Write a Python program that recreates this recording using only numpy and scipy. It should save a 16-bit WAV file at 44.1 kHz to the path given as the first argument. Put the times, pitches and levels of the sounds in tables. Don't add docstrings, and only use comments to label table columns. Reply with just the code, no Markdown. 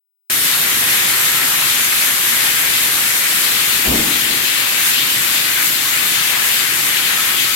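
import sys
import numpy as np
from scipy import signal
from scipy.fft import rfft, irfft, next_fast_len
from scipy.io import wavfile
from scipy.ndimage import uniform_filter1d, map_coordinates

SR = 44100
rng = np.random.default_rng(int(sys.argv[2]) if len(sys.argv) > 2 else 0)


def transcribe(u):
    v = np.clip(np.atleast_2d(u).T, -1, 1)
    q = np.round(v * 32767).astype(np.int16)
    wavfile.write(sys.argv[1], SR, q)


N = 332955
TIME = np.arange(N) / SR
START_S, TOP_HZ = 0.299, 15950

# t/s, heading (0 = facing the filler, 1 = turned away)
HEADING = [(0.3, 0), (2, 0.2), (3.4, .35), (4.2, 1), (5.5, 0.81), (7.55, 0.92)]


def air_jet():
    # f/Hz, relative level/dB
    facing_spectrum = [(100, -90), (1500, -33), (3500, -5), (5300, -5), (7800, -2.5), (10000, -2.5),
                       (11000, -1), (11800, 2.5), (12900, -0.3), (14300, -4.5), (15900, -13)]
    turned_spectrum = [(100, -90), (1500, -32), (3500, -10), (5300, -6.5), (6900, -3), (10000, -3.5),
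                       (11500, -0.8), (12700, 1), (13400, 0.2), (14500, -6), (15900, -9.5)]
    # t/s, rise/dB
    spurts = [(.51, 0.5), (1.0, .8), (2.02, 1.5), (3.42, 1), (4.87, 3.5), (5.65, 2.8), (6.5, 2),
              (6.85, 1.2)]
    # t/s, left-right/dB
    aim = [(.3, 1), (1, 1), (3.3, 1.5), (3.6, 2), (4.55, 3), (4.75, 1), (5.15, 0.5), (5.27, 2.5),
           (6.6, 2.3), (7.55, 2)]
    # f/Hz, left-right/dB
    balance = [(5000, 0.5), (8000, 0.5), (10000, 1.5), (12000, -3), (13500, -2), (15500, 2)]
    heading = curve(HEADING)
    spurt_db = swells(spurts, half_s=0.062)
    sag_db = 0.4 * swells(spurts, half_s=0.062, delay_s=0.16)
    level_db = -18.5 - 2.5 * heading + spurt_db - sag_db + 0.21 * wobble(10) + 0.47 * wobble(30)
    facing = at_ports(turbulence(patchy_db=1.06), facing_spectrum)
    turned = at_ports(turbulence(patchy_db=1.24), turned_spectrum)
    turn_rad = heading * np.pi / 2
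    hiss = np.cos(turn_rad) * facing + np.sin(turn_rad) * turned
    return pan_bands(hiss, balance) * amp(level_db) * pan(curve(aim))


def filler():
    # t/s, level/dB
    envelope = [(.3, -27), (.55, -24.5), (.95, -24), (1.39, -23.5), (1.7, -24.5), (2.5, -24), (3.6, -25.5),
                (4.5, -26), (4.78, -24.5), (5.02, -26.5), (5.6, -25), (5.75, -27.3), (5.97, -24),
                (6.15, -25.5), (6.46, -23), (6.62, -26), (6.9, -23.5), (7.55, -27)]
    # f/Hz, relative level/dB
    spectrum = [(60, -65), (250, -45), (450, -13.5), (700, -10.5), (1000, -7), (1350, -4.5), (1700, -1.6),
                (2150, -0.5), (2700, -4.5), (3800, -10), (6000, -37.5), (12000, -49)]
    # f/Hz, left-right/dB
    balance = [(400, -3), (750, -5.5), (1100, -2.5), (1600, 1), (2300, 3.5)]
    roar = pan_bands(at_ports(turbulence(patchy_db=1.04), spectrum), balance)
    level_db = curve(envelope) + 0.35 * wobble(24)
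    return roar * amp(level_db) * pan(4.1 + 1.4 * curve(HEADING))


def conveyor(count=1600, bottle_hz=2.45, push_peak_s=0.029):
    # f/Hz, relative level/dB
    spectrum = [(200, -70), (800, -39), (1800, -12.5), (2500, -7), (3200, -3), (3900, -2.7), (4600, -1.5),
                (5500, -9.5), (8000, -8.5), (14000, -28)]
    # t/s, rise/dB
    jostles = [(.51, 5.5), (1.0, 3.5), (1.7, 4.5), (2.39, 3), (2.76, 4), (3.48, 4.6), (3.61, 4),
               (3.76, 3.5), (4.14, 2), (4.34, 2), (4.6, 2), (4.98, 3.6), (5.12, 2.5), (5.37, 3.5),
               (6.15, 1.5), (6.59, 3), (7.43, 1.8)]
    push_db = 0.44 * np.cos(2 * np.pi * bottle_hz * (TIME - push_peak_s))
    level_db = -28.5 + 3.5 * curve(HEADING) + push_db + swells(jostles, half_s=0.059)
    when, strength = rng.random((count, 2)).T
    contacts = clinks(when * TIME[-1], amp(9 * strength), pitch_hz=2900, spread=0.25)
    rattle = unit(tiled_room(contacts, t60_s=0.44, dry_db=-9.5))
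    scrape = unit(turbulence(patchy_db=0.2))
    sound = at_ports(amp(-5.5) * rattle + scrape, spectrum)
    return sound * amp(level_db + 0.14 * wobble(11)) * pan(6.2)


def knocks(soft_count=10, soft_db=-17, highpass_hz=900):
    # t/s, relative level/dB
    hard = [(.54, -13), (1.134, -5), (1.923, -6), (2.595, -11), (3.103, -6), (4.532, -11)]
    soft = [(at_s, soft_db) for at_s in rng.uniform(START_S, TIME[-1], soft_count)]
    times_s, levels_db = np.transpose(list(hard) + soft)
    hits = clinks(times_s, amp(levels_db), pitch_hz=2340, spread=0.306)
    hits = filtered(hits, lambda hz: 1 / (1 + (highpass_hz / (hz + 1)) ** 4))
    return tiled_room(hits, t60_s=0.39, dry_db=-6.5) * pan(2.7)


def thud():
    # t/s, boom level/dB, ring level/dB
    blows = [(3.842, -20, -17.5), (4.24, -34.5, -46)]
    # f/Hz, relative level/dB, t60/s
    modes = [(62, 5, 0.21), (234, -6, 1), (287, -17, 0.98)]
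    # f/Hz, relative level/dB
    spectrum = [(20, -13), (45, -6), (95, -11), (135, -5), (230, 1), (320, 0), (400, -3.5), (520, -7),
                (700, -9.5), (1000, -14), (2000, -42), (6000, -90)]
    boom_attack_s, boom_hold_s, boom_t60_s = 0.023, 0.1, 0.86
    ring_delay_s, ring_attack_s = 0.035, 0.018
    out = np.zeros((2, N))
    for at_s, boom_db, ring_db in blows:
        age_s = np.maximum(TIME - at_s, 0)
        decay_db = 60 * np.maximum(age_s - boom_hold_s, 0) / boom_t60_s
        boom = at_ports(rng.standard_normal((2, N)), spectrum) * amp(boom_db - decay_db)
        out += boom * (1 - np.exp(-age_s / boom_attack_s))
        ring_s = np.maximum(age_s - ring_delay_s, 0)
        ring = sum(amp(ring_db + db - 60 * ring_s / t60_s) * np.sin(2 * np.pi * hz * ring_s)
                   for hz, db, t60_s in modes)
        out += ring * (1 - np.exp(-ring_s / ring_attack_s))
    return out


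def drives():
    # f/Hz, relative level/dB
    spectrum = [(20, -27), (40, -16), (62, -7.5), (90, -7), (135, .8), (170, -1.3), (210, -2), (290, .3),
                (360, -.3), (470, -5.3), (700, -12), (1500, -35)]
    level_db = -37.5 - curve(HEADING) + 0.5 * wobble(4.8) + 0.9 * wobble(9)
    return at_ports(turbulence(patchy_db=0), spectrum) * amp(level_db)


def rail_squeals():
    # centre t/s, half-width/s, f/Hz, level/dB
    squeals = [(1.35, 0.12, 1312, -30), (7.19, 0.02, 1292, -24), (7.32, 0.046, 1310, -31),
               (7.5, 0.046, 1300, -29)]
    out = np.zeros(N)
    for centre_s, half_s, hz, db in squeals:
        swell = np.exp(-((TIME - centre_s) / half_s) ** 2)
        phase_rad = 2 * np.pi * np.cumsum(hz + 14 * wobble(70)) / SR
        out += amp(db + 2.1 * wobble(22)) * swell * np.sin(phase_rad)
    return out * pan(4)


def turbulence(patchy_db):
    bins = signal.stft(rng.standard_normal((2, N)), nperseg=512)[2]
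    patches = uniform_filter1d(rng.standard_normal(bins.shape[1:]), size=9, axis=0)
    patches = uniform_filter1d(patches, size=12, axis=1)
    return signal.istft(bins * amp(patchy_db * patches / patches.std()), nperseg=512)[1][:, :N]


def clinks(times_s, gains, pitch_hz, spread, t60_s=0.035):
    age_s = TIME[:2048]
    hz = np.minimum(pitch_hz * np.exp(spread * rng.standard_normal((len(times_s), 3))), TOP_HZ)
    tones = np.sin(2 * np.pi * hz[..., None] * age_s).mean(axis=1)
    rings = tones * amp(-60 * age_s / t60_s) * gains[:, None]
    samples = np.round(times_s * SR).astype(int)[:, None] + np.arange(len(age_s))
    return np.bincount(samples.ravel(), rings.ravel(), N)[:N]


def tiled_room(x, t60_s, dry_db):
    tail = rng.standard_normal((2, SR)) * amp(-60 * TIME[:SR] / t60_s)
    wet = signal.fftconvolve(x[None], tail / np.linalg.norm(tail[0]), axes=1)[:, :N]
    return x * amp(dry_db) + wet


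def at_ports(pair, spectrum):
    # f/Hz, coherence (0-1), left lead/rad
    ports = [(30, 1, 0), (90, .995, .02), (170, .97, .08), (300, .83, .3), (380, .47, .5), (450, .17, 1.8),
             (560, .46, 3.45), (950, .35, 4.7), (1400, .22, 6.2), (1900, .3, 7.8), (2800, .22, 10.6),
             (3600, .14, 12.8), (7000, .04, 24)]
    knots_hz, coherence, lead_rad = np.transpose(ports)
    alike = lambda hz: np.interp(hz, knots_hz, coherence)
    shared = filtered(pair[0], lambda hz: alike(hz) * np.exp(-1j * np.interp(hz, knots_hz, lead_rad)))
    own = filtered(pair[1], lambda hz: np.sqrt(1 - alike(hz) ** 2))
    left_right = np.array([pair[0], shared + own])
    return unit(filtered(left_right, lambda hz: amp(along(spectrum, hz))))


def amp(db):
    return 10 ** (np.asarray(db) / 20)


def unit(x):
    return x / np.sqrt(np.mean(np.atleast_2d(x).mean(axis=0) ** 2) + 1e-20)


def along(rows, hz):
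    knots_hz, values = np.transpose(rows)
    return np.interp(np.log(hz + 1), np.log(knots_hz + 1), values)


def curve(rows):
    return np.interp(TIME, *np.transpose(rows))


def swells(rows, half_s, delay_s=0):
    return sum(db * np.exp(-((TIME - at_s - delay_s) / half_s) ** 2) for at_s, db in rows)


def wobble(rate_hz):
    return map_coordinates(rng.standard_normal(int(N * rate_hz / SR) + 4), [TIME * rate_hz])


def filtered(x, response):
    size = next_fast_len(N + SR // 2)
    return irfft(rfft(x, size) * response(np.fft.rfftfreq(size, 1 / SR)), size)[..., :N]


def pan(db):
    return amp(np.array([np.atleast_1d(db), -np.atleast_1d(db)]) / 2)


def pan_bands(x, balance):
    return filtered(x, lambda hz: pan(along(balance, hz)))


def scene():
    # f/Hz, left-right/dB
    low_balance = [(100, -0.5), (200, 0.5), (320, 1), (600, 4)]
    low = pan_bands(drives() + thud(), low_balance)
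    return air_jet() + filler() + conveyor() + knocks() + rail_squeals() + low


def record(dry):
    return filtered(dry * (TIME >= START_S), lambda hz: hz < TOP_HZ)


dry = scene()
out = record(dry)
transcribe(out)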